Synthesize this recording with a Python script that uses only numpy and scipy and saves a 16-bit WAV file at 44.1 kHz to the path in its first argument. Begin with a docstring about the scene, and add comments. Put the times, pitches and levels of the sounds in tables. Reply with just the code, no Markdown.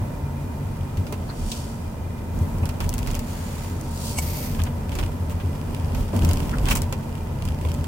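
"""Inside a car creeping along a residential street. Throughout, the tyres shake the body, the cabin
booms, loose trim buzzes, and a fan and a faint electric whine run. From about 1 s, bumps and jolts
set the trim ticking, creaking and later clattering. Something soft, like a hand on the wheel, slides
at 1.5 s with a flick, then again from 3.3 s, catching on a hard part at 4.2 s.
The front axle hits a speed hump at 6.1 s, the rear at 6.6 s; the trim rattles and the car rolls on."""
import sys
import numpy as np
from scipy.fft import rfft, irfft, next_fast_len
from scipy.io import wavfile
from scipy.ndimage import uniform_filter1d, map_coordinates

SR = 44100
rng = np.random.default_rng(int(sys.argv[2]) if len(sys.argv) > 2 else 0)


def output_pcm(signal):
    """Save a mono or channel-first signal as 16-bit PCM at the path in sys.argv[1].

    Samples are clipped to [-1, 1] before scaling.
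    """
    pcm = np.clip(np.atleast_2d(signal).T, -1, 1) * 32767
    wavfile.write(sys.argv[1], SR, np.round(pcm).astype(np.int16))


N = 347067
T = np.arange(N) / SR

# shaking by the asphalt: (time [s], level [dB])
ROAD_LEVEL = [(0, -28.5), (.25, -31), (1.1, -30.5), (2.15, -32), (2.9, -28.5), (3.55, -31), (4.45, -28.5),
              (5.3, -30), (6.0, -28), (6.09, -31.5), (6.2, -28), (6.75, -26), (6.9, -30), (7.87, -30.5)]
# body drone: (frequency [Hz], density [dB])
DRONE_SPECTRUM = [(60, -29), (115, -5), (143, -2), (178, -6), (255, -8), (310, -14), (380, -19.5),
                  (600, -49.5)]
# hard plastic contact: (frequency [Hz], density [dB])
SNAP_SPECTRUM = [(1500, -33), (3500, -9), (5000, -1.5), (7300, 3.5), (9500, 0), (12000, -1.5), (13500, -6),
                 (15500, 0)]


def amp(db):
    """Decibels to gain."""
    return 10 ** (np.asarray(db) / 20)


def unit(x):
    """Scale to rms 1."""
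    return x / np.sqrt(np.mean(x ** 2) + 1e-20)


def along(points, hz):
    """Interpolate (frequency, value) points on a log axis."""
    knots_hz, values = np.transpose(points)
    return np.interp(np.log(hz + 1), np.log(knots_hz), values)


def gain_curve(points):
    """(time, dB) points to a gain per sample."""
    return amp(np.interp(T, *np.transpose(points)))


def wobble(rate_hz):
    """Smooth random curve, rate_hz knots a second."""
    return map_coordinates(rng.standard_normal(int(N * rate_hz / SR) + 4), [T * rate_hz])


def filtered(x, response):
    """Apply a gain that depends on frequency."""
    size = next_fast_len(N + SR // 2)
    return irfft(rfft(x, size) * response(np.fft.rfftfreq(size, 1 / SR)), size)[..., :N]


def bell(hz, centre_hz, width_hz):
    """Gain of one resonance, 1 at its centre."""
    return 1 / (1 + (2 * (hz - centre_hz) / width_hz) ** 2)


def noise(response):
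    """Stereo noise of rms 1: bass shared, treble diffuse."""
    # stereo width: (frequency [Hz], side re mid [dB])
    side_level = [(35, -15), (60, -16), (99, -33), (160, -18), (270, -9), (450, -4), (1220, -2),
                  (2500, 0.5), (6000, -0.5)]
    white = rng.standard_normal((2, N))
    mid, side = filtered(white, lambda hz: response(hz) * [np.ones_like(hz), amp(along(side_level, hz))])
    return unit(np.array([mid + side, mid - side]))


def rush(spectrum, lifts=()):
    """Noise with a spectrum and resonances on top."""
    return noise(lambda hz: amp(along(spectrum, hz) + sum(db * bell(hz, c, w) for c, w, db in lifts)))


def steady(x, window_s):
    """Even out swells slower than the window."""
    power = uniform_filter1d(np.mean(x ** 2, axis=0), max(int(window_s * SR), 1))
    return x / np.sqrt(np.abs(power) + 1e-6)


def panned(db):
    """Stereo gains for a left-right level difference."""
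    return amp([[db / 2], [-db / 2]])


def swell(full_s, hold_s, rise_s, fall_s):
    """Envelope: grows to 1 at full_s, holds, decays."""
    return np.exp(np.minimum(T - full_s, 0) / rise_s - np.maximum(T - full_s - hold_s, 0) / fall_s)


def skitter(rate_hz, depth_db):
    """Envelope of uneven contacts: each starts sharply and fades until the next."""
    contacts = np.cumsum(rate_hz * np.exp(.5 * wobble(rate_hz))) / SR
    return unit(amp(-depth_db * (contacts % 1)))


def road(rolling, rocking, shaking, heave_db=-7, boom_db=-1, drone_db=-4, roar_db=-9,
         jolt_boom_db=-3, jolt_roar_db=-10, uneven_db=2):
    """Rough asphalt rocks the suspension, pumps the cabin air, shakes the body and roars in the tyres."""
    # suspension, cabin air, tyres: (frequency [Hz], density [dB])
    heave_spectrum = [(15, -47), (24, -19), (34, 1.5), (45, -7), (60, -5.5), (80, -47), (130, -59)]
    boom_spectrum = [(40, -54), (62, -18.5), (76, -0.5), (87, 4), (97, -1), (112, -13), (160, -21),
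                     (300, -94)]
    roar_spectrum = [(200, -5.5), (330, -6), (420, 1.5), (620, -2), (800, -4.5), (1000, -3.5), (1150, -11),
                     (1500, -14), (2000, -20), (4000, -29.5)]
    # air modes of tyres and cabin: (frequency [Hz], width [Hz], lift [dB])
    cavities = [(234.5, 18, 2.5), (427, 33, 1.5), (586, 24, 5), (917, 64, 4.5)]
    heave = np.hypot(amp(heave_db) * rolling, rocking)
    boom = np.hypot(amp(boom_db + uneven_db * wobble(9)) * rolling, amp(jolt_boom_db) * shaking)
    drone = np.hypot(amp(drone_db) * rolling, shaking)
    roar = np.hypot(amp(roar_db) * rolling, amp(jolt_roar_db) * shaking)
    out = heave * steady(rush(heave_spectrum), window_s=0.21)
    out += boom * steady(rush(boom_spectrum), window_s=0.24)
    out += drone * steady(rush(DRONE_SPECTRUM, cavities), window_s=0.11)
    return out + roar * rush(roar_spectrum, cavities)


def hums(drive_hz=140, tyre_hz=233, tyre_db=-12, drift=0.045, swell_db=3):
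    """The drive and the air in the tyres hum, wandering in pitch and level."""
    # drive hum: (time [s], level [dB])
    drive_level = [(0, -37.5), (.35, -34.5), (1.4, -48), (3.4, -51), (4.2, -38), (5.5, -41.5), (6.6, -35),
                   (7.87, -36)]

    def tone(hz):
        phase = 2 * np.pi * np.cumsum(hz * (1 + drift * wobble(11))) / SR
        return unit(amp(swell_db * wobble(13)) * np.sin(phase))
    drive = gain_curve(drive_level) * tone(drive_hz)
    return drive + gain_curve(ROAD_LEVEL) * amp(tyre_db) * tone(tyre_hz)


def fan(hiss_db=-54, hum_hz=920, hum_width_hz=36, hum_db=-54):
    """Steady air hiss; a hum and fuzzy electric whines drift in level together."""
    # air hiss: (frequency [Hz], density [dB])
    hiss_spectrum = [(500, -85), (1280, 0), (1500, -9.5), (1900, -12), (2250, -33), (2600, -15),
                     (3600, -20), (8000, -23.5), (15800, -43)]
    # whines: (frequency [Hz], nominal width [Hz], level [dB])
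    whines = [(2022, 96, -59.5), (2415, 36, -59), (2635, 62, -74)]
    # hum and whines: (time [s], gain [dB])
    whine_gain = [(0, 0.5), (.9, -2.5), (1.8, -2.5), (2.3, 1), (3.0, -2.5), (7.87, -1)]
    bands = whines + [(hum_hz, hum_width_hz, hum_db)]
    tones = sum(amp(db) * noise(lambda hz: bell(hz, c, 2 * w) ** 2) for c, w, db in bands)
    return amp(hiss_db) * rush(hiss_spectrum) + gain_curve(whine_gain) * tones


def buzz(shake, chafe, pressed_share=0.44, rate_hz=200, depth_db=9):
    """Panels chafe in little bursts, harder when the body swings against them."""
    # chafing trim: (frequency [Hz], density [dB])
    trim_spectrum = [(900, -39), (1800, 0.5), (2700, 9), (3300, 7.5), (3900, -5.5), (4700, 6), (6000, -0.5),
                     (8500, 1), (11000, -9), (15500, -43.5)]
    swing = steady(shake, window_s=0.075).mean(axis=0)
    press = unit(np.maximum(swing, 0) ** 2)
    bursts = unit((1 - pressed_share + pressed_share * press) * skitter(rate_hz, depth_db))
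    return chafe * bursts * rush(trim_spectrum)


def bumps(rise_s=0.011, boom_db=1, boom_t60_s=0.22, slap_db=-15, slap_t60_s=0.21):
    """Each road edge slaps the tyre and sets the cabin air booming."""
    # wheel meets edge: (time [s], strength [dB], boom [Hz])
    edges = [(.02, -23, 101), (0.974, -10.5, 94.3), (2.408, -7.5, 89.5), (2.616, -10.5, 85),
             (2.849, -13, 83), (4.587, -20, 82), (5.436, -12.5, 90), (5.833, -12, 82), (5.975, -15.5, 88),
             (6.15, -8.5, 92), (6.23, -6.5, 86.4), (6.277, -10, 81), (7.492, -15.5, 78),
             (7.647, -10.5, 81.3), (7.785, -13.5, 86)]
    boom, slap = np.zeros((2, N + SR))
    t = T[:SR // 2]
    for at_s, db, boom_hz in edges:
        onset = amp(db) * (1 - np.exp(-t / rise_s))
        ring = amp(-60 * t / boom_t60_s) * np.sin(2 * np.pi * boom_hz * t)
        boom[round(at_s * SR):][:len(t)] += onset * ring
        slap[round(at_s * SR):][:len(t)] += onset * amp(-60 * t / slap_t60_s)
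    body = steady(rush(DRONE_SPECTRUM, lifts=[(154, 39, 1.6)]), window_s=0.038)
    return amp(boom_db) * boom[:N] + amp(slap_db) * slap[:N] * body


def light_strikes(chafe, count=24, level_db=-41, exponent=.55, scatter_db=2, knock_db=-10, pan_db=-3):
    """Strike rows for ticks(): denser and harder the more the trim works."""
    jitter, scatter = rng.random((count, 2)).T
    work = unit(chafe) ** exponent
    quantiles = (np.arange(count) + jitter) / count
    at = np.searchsorted(np.cumsum(work) / work.sum(), quantiles).clip(0, N - 1)
    levels_db = level_db + 20 * np.log10(work[at]) + scatter_db * (2 * scatter - 1)
    return [(at_s, db, knock_db, pan_db) for at_s, db in zip(T[at], levels_db)]


def ticks(chafe, snap_db=-3, snap_t60_s=0.0053, knock_db=7, knock_t60_s=0.08,
          cabin_db=-24, cabin_t60_s=.08, contact_s=0.0006, rebound_s=0.0067, rebound_db=-15):
    """Hard plastic contacts: a snap, its rebound, a hollow knock and a short cabin tail."""
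    # loose trim: (time [s], strength [dB], knock offset [dB], left-right [dB])
    hard_strikes = [(.971, -33.5, -12.5, 0), (1.067, -37.5, -8, 1), (1.1249, -23, -19.5, -5),
                    (2.39, -30, -33, 0), (2.584, -31, -30, 0), (2.6554, -23.5, -21, -7),
                    (2.6905, -24.5, -17, -4), (2.8035, -22.5, -14, 0), (2.8425, -29, -22, -2),
                    (2.8918, -13.5, -39, 5), (2.9391, -15, -30, 4), (2.9806, -20, -23, 3),
                    (2.9892, -24, -28, 2), (3.0719, -24.5, -14.5, -3), (3.1123, -21, -23, -2),
                    (3.1508, -18, -23, 2), (3.1921, -21, -23.5, 5), (3.8113, -25, -33, 0),
                    (4.637, -17.5, -33, 6), (4.9527, -27.5, -13, -1), (4.9869, -28, -10, -4),
                    (5.9479, -28.5, -13.5, 0), (6.165, -23, -25, -6), (6.2488, -20.5, -26, 5),
                    (6.2896, -19, -20.5, -3), (6.3106, -25, -19, -1), (6.333, -15.5, -29, 3),
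                    (6.686, -17.5, -13.5, -3), (6.7005, -19, -27, -3), (6.7095, -16, -17, -4),
                    (6.728, -18, -25, 2), (6.7521, -16, -21, -2), (6.771, -17, -31, 3),
                    (6.8188, -16.5, -28.5, 6), (6.9251, -21, -16, -3), (7.4525, -24.5, -24, -5),
                    (7.7412, -25, -31, -1), (7.8417, -31.5, -16, -3)]
    # hollow knock: (frequency [Hz], density [dB])
    knock_spectrum = [(200, -13), (650, -2), (1100, 5), (1700, -0.5), (2600, 3.5), (3600, -3), (5000, -2.5),
                      (9000, -10)]
    strikes = hard_strikes + light_strikes(chafe)
    snap, knock = np.zeros((2, 2, N + SR))
    t = T[:SR // 8]
    force = np.minimum(t / contact_s, 1) ** 2
    free_s = np.maximum(t - contact_s, 0)  # the part rings freely after contact
    cabin = amp(cabin_db - 60 * free_s / cabin_t60_s)
    snap_shape = force * (amp(-60 * free_s / snap_t60_s) + cabin)
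    knock_shape = force * (amp(-60 * free_s / knock_t60_s) + cabin)
    flights_s = rebound_s * (.5 + rng.random(len(strikes)))
    for (at_s, db, hollow_db, pan_db), flight_s in zip(strikes, flights_s):
        gain = amp(db) * panned(pan_db)
        click = gain * amp(snap_db) * snap_shape
        snap[:, round(at_s * SR):][:, :len(t)] += click
        snap[:, round((at_s + flight_s) * SR):][:, :len(t)] += amp(rebound_db) * click
        knock[:, round(at_s * SR):][:, :len(t)] += gain * amp(hollow_db + knock_db) * knock_shape
    snaps = snap[:, :N] * steady(rush(SNAP_SPECTRUM), window_s=0.00068)
    return snaps + knock[:, :N] * steady(rush(knock_spectrum), window_s=0.0028)


def thuds(t60_s=0.09):
    """Larger panels are knocked and die away at once."""
    # dull knocks: (time [s], level [dB])
    blows = [(1.124, -30), (2.633, -27), (2.690, -39), (2.805, -28), (6.925, -26.5), (7.649, -29.5)]
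    # panel: (frequency [Hz], density [dB])
    panel_spectrum = [(250, -7), (450, 5), (700, -3.5), (1050, 1.5), (1500, -31), (2500, -11), (5000, -45)]
    envelope = sum((T > at_s) * amp(db - 60 * np.clip(T - at_s, 0, 1) / t60_s) for at_s, db in blows)
    return envelope * rush(panel_spectrum)


def creaks(width_hz=600, grain_db=3):
    """Plastic gives briefly and scratchily at one resonance."""
    # creaks: (centre time [s], pitch [Hz], level [dB], half-length [s])
    slips = [(1.302, 4340, -41.5, 0.012), (1.305, 1350, -39.5, 0.018), (6.541, 1400, -31.5, 0.012),
             (6.721, 2460, -26.5, .011)]
    out = np.zeros((2, N))
    for at_s, pitch_hz, db, half_s in slips:
        band = steady(noise(lambda hz: bell(hz, pitch_hz, width_hz)), window_s=0.0054)
        out += amp(db) * np.exp(-((T - at_s) / half_s) ** 2) * band
    return out * unit(amp(grain_db * wobble(500)))


def jolts(rise_s=0.018, settle_s=.055):
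    """Uneven ground and the hump: gains of heave, shake and buzz build quickly and settle."""
    # jolts: (time [s], hold [s], suspension heave [dB], body shake [dB], trim buzz [dB])
    shocks = [(1.385, 0.098, -30.5, -48, -60.5), (2.348, 0.286, -33, -33.5, -68), (2.83, .1, -28, -46, -55),
              (3.028, 0.12, -26, -37, -49), (4.532, 0.064, -28, -41, -49), (4.932, 0.11, -27.5, -33.5, -49),
              (5.968, 0.04, -22, -32, -50.5), (6.142, 0.0295, -44, -25.5, -50),
              (6.235, 0.08, -26, -26.5, -47), (6.382, .1, -28, -33.5, -47.5), (6.64, .14, -24, -33, -46.5),
              (7.444, .05, -32, -40, -51), (7.632, .15, -37, -37, -53.5)]
    return sum(np.outer(amp(levels_db), swell(at_s, hold_s, rise_s, settle_s))
               for at_s, hold_s, *levels_db in shocks)


def slides(gain_db=1, grain_db=1.5):
    """Soft strokes of friction, each with its own colour."""
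    # strokes: (time of full pressure [s], hold [s], level [dB], rise [s], release [s])
    strokes = [(1.516, 0.042, -40.5, 0.13, 0.155), (3.298, 0.35, -43, .11, 0.15),
               (4.062, 0.048, -35.5, 0.12, 0.068), (4.225, 0.23, -36, 0.023, 0.085)]
    # friction, one spectrum per stroke: (frequency [Hz], density [dB])
    spectra = [
        [(1500, -23), (2500, -7), (3100, -1.5), (4000, -6), (4600, -1.5), (8500, -3), (15800, -15)],
        [(1500, -0.5), (3900, -6.5), (6400, -6), (7000, -2), (7800, -7), (15800, -10)],
        [(1200, -42), (2600, -6), (4700, -1.5), (8500, -1.5), (11500, -7), (15800, -5.5)],
        [(1200, -25), (2130, 2), (2550, -4), (3600, -5.5), (4800, -2.5), (6100, -2.5), (7300, -4.5),
         (11000, -5), (13700, 2.5), (15800, -5.5)],
    ]
    # modes of the rubbed surface: (frequency [Hz], width [Hz], lift [dB])
    surface_modes = [(4600, 200, 4.5), (5580, 200, 2.5), (6900, 250, 2), (8760, 410, 4.5), (12200, 500, 1)]
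    out = sum(amp(db + gain_db) * swell(at_s, hold_s, rise_s, release_s) * rush(spectrum, surface_modes)
              for (at_s, hold_s, db, rise_s, release_s), spectrum in zip(strokes, spectra))
    return out * unit(amp(grain_db * wobble(250)))


def flick(at_s=1.517, snap_db=-27, snap_t60_s=0.052, tail_db=-39, tail_t60_s=0.24):
    """The first slide flicks over an edge: a thin, bright snap with a brief hiss."""
    # flick: (frequency [Hz], density [dB])
    spectrum = [(1200, -35), (2000, -18), (2400, 1), (3400, 4), (4600, 0), (6500, 0.5), (9000, -8),
                (11000, -13), (15500, -9)]
    t = np.clip(T - at_s, 0, 1)
    envelope = amp(snap_db - 60 * t / snap_t60_s) + amp(tail_db - 60 * t / tail_t60_s)
    return (t > 0) * envelope * rush(spectrum)


def clatter(t60_s=0.062, rate_hz=260, depth_db=9):
    """Loose things jump and skitter in quick runs of contacts."""
    # runs: (time [s], length [s], level [dB], knock offset [dB])
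    runs = [(2.803, 0.044, -46, 4), (4.591, 0.012, -48, 14.5), (4.665, .008, -50, 13.5),
            (4.918, .016, -53, 13), (4.987, 0.014, -45, 11.5), (5.027, 0.011, -51, 16),
            (5.296, 0.028, -44.5, 1), (5.4, .012, -54.5, 13.5), (6.663, 0.028, -42.5, 9.5),
            (6.7, 0.026, -30.5, -7), (6.709, 0.011, -34.5, 7.5), (6.754, 0.0069, -25.5, -6.5),
            (6.77, 0.006, -33, -5)]
    # hollow rattle: (frequency [Hz], density [dB])
    rattle_spectrum = [(300, -25), (900, 10), (1400, 3.5), (1900, 0.5), (2500, 1), (3200, 1), (4200, -8),
                       (9000, -21)]
    snap, knock = np.zeros((2, N))
    for at_s, length_s, db, hollow_db in runs:
        run = (T > at_s) * amp(db - 60 * np.clip(T - at_s - length_s, 0, 1) / t60_s)
        snap += run
        knock += run * amp(hollow_db)
    sharp = rush(SNAP_SPECTRUM, lifts=[(14900, 2200, 4.1)])
    return skitter(rate_hz, depth_db) * (snap * sharp + knock * rush(rattle_spectrum)) * panned(-1.1)


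def chatter(gain_db=1, t60_s=0.015, contact_s=0.0006):
    """A small loose fastener taps its panel in short runs of dry clicks."""
    # taps: (time [s], peak [dB])
    taps = [(2.928, -32), (3.029, -32), (3.063, -34), (3.104, -30), (3.144, -31), (4.549, -33.5),
            (4.618, -29), (4.893, -34), (4.9183, -33), (5.062, -33), (5.747, -30), (6.1618, -33),
            (6.1914, -29.5), (6.221, -31), (6.2481, -24.5), (6.278, -37), (6.3112, -25), (6.3717, -28.5),
            (6.4027, -28.5), (6.494, -30.5), (6.584, -29), (6.6555, -25), (7.1255, -41), (7.1529, -36.5),
            (7.1789, -41), (7.4226, -31.5), (7.4865, -29.5), (7.65, -35), (7.6864, -35), (7.7168, -31.5),
            (7.8422, -30.5)]
    # fastener: (frequency [Hz], density [dB])
    tap_spectrum = [(900, -1), (2000, -6), (2700, 5), (3300, 1.5), (3900, -7), (4700, -0.5), (6000, -8),
                    (8500, -5.5), (11000, -11), (15500, -12)]
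    envelope, t = np.zeros(N + SR), T[:SR // 8]
    shape = np.minimum(t / contact_s, 1) * amp(-60 * np.maximum(t - contact_s, 0) / t60_s)
    for at_s, db in taps:
        envelope[round(at_s * SR):][:len(t)] += amp(db + gain_db) * shape
    return envelope[:N] * steady(rush(tap_spectrum), window_s=0.0063) * panned(-2.2)


def catch(at_s=4.186, grip_db=-25, rise_s=0.013, release_db=-22, fall_s=0.009,
          snap_db=-24, snap_t60_s=0.078):
    """The slide tightens against a small hard part, which lets go with a snap and a hollow ring."""
    # resonances of the catch: (frequency [Hz], width [Hz], level [dB])
    bands = [(900, 400, -9), (2240, 220, -7), (2880, 330, -10), (4440, 240, -10), (5280, 220, -9),
             (6380, 190, -4), (8030, 300, 1.5), (9990, 530, -7.5), (12300, 900, -12)]
    # modes of the part: (frequency [Hz], level [dB], t60 [s])
    modes = [(733, -28, .045), (986, -26, 0.048), (2240, -25, 0.057)]
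    before_s, after_s = np.minimum(T - at_s, 0), np.clip(T - at_s, 0, 1)
    grip = amp(grip_db) * np.exp(before_s / rise_s)
    release = amp(release_db) * np.exp(-after_s / fall_s)
    force = np.where(before_s < 0, grip, release)
    ring = steady(noise(lambda hz: sum(amp(db) * bell(hz, c, w) for c, w, db in bands)), window_s=.008)
    snap = (after_s > 0) * amp(snap_db - 60 * after_s / snap_t60_s) * rush(SNAP_SPECTRUM)
    clink = sum(amp(db - 60 * after_s / t60_s) * np.sin(2 * np.pi * hz * after_s)
                for hz, db, t60_s in modes)
    return force * ring + snap + clink


def axles(rise_s=0.0054, slap_t60_s=0.14, bounce_hz=48, bounce_t60_s=0.44):
    """Each axle slaps into the hump, then the wheels bounce on their tyres."""
    # front, rear: (time [s], slap [dB], bounce [dB])
    hits = [(6.13, -21, -32), (6.568, -34, -15)]
    # tyre slap: (frequency [Hz], density [dB])
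    slap_spectrum = [(60, -20), (130, 0), (220, 0), (380, -3.5), (600, -8), (1000, -17), (1600, -28),
                     (4000, -55)]
    slap, bounce = np.zeros((2, N))
    for at_s, slap_db, bounce_db in hits:
        t = np.clip(T - at_s, 0, 2)
        onset = 1 - np.exp(-t / rise_s)
        slap += onset * amp(slap_db - 60 * t / slap_t60_s)
        bounce += onset * amp(bounce_db - 60 * t / bounce_t60_s) * np.sin(2 * np.pi * bounce_hz * t)
    return bounce + slap * steady(rush(slap_spectrum), window_s=0.018)


def scene():
    """All sources, heard from behind the windscreen."""
    # trim fretting between jolts: (time [s], level [dB])
    fretting = [(0, -64.5), (.5, -66.5), (.7, -56.5), (2.0, -63), (2.6, -63), (2.85, -57), (5.2, -57.5),
                (5.8, -51.5), (6.55, -49.5), (7.0, -56.5), (7.87, -52.5)]
    rocking, shaking, jolt_chafe = jolts()
    chafe = np.hypot(gain_curve(fretting), jolt_chafe)
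    shake = road(gain_curve(ROAD_LEVEL), rocking, shaking) + bumps() + axles() + hums()
    trim = buzz(shake, chafe) + ticks(chafe) + chatter() + thuds() + clatter() + creaks()
    return shake + trim + slides() + flick() + catch() + fan()


def record(dry, top_hz=15850):
    """Two microphones, slightly unlike in colour, pass nothing above top_hz."""
    # channel balance: (frequency [Hz], left-right [dB])
    balance = [(35, -2), (85, 1.15), (160, 0), (600, -2), (1300, -0.5), (2800, -1), (5500, 0.5), (9500, -2),
               (14000, 1.5)]
    return filtered(dry, lambda hz: amp(np.outer([.5, -.5], along(balance, hz))) * (hz < top_hz))


dry = scene()
out = record(dry)
output_pcm(out)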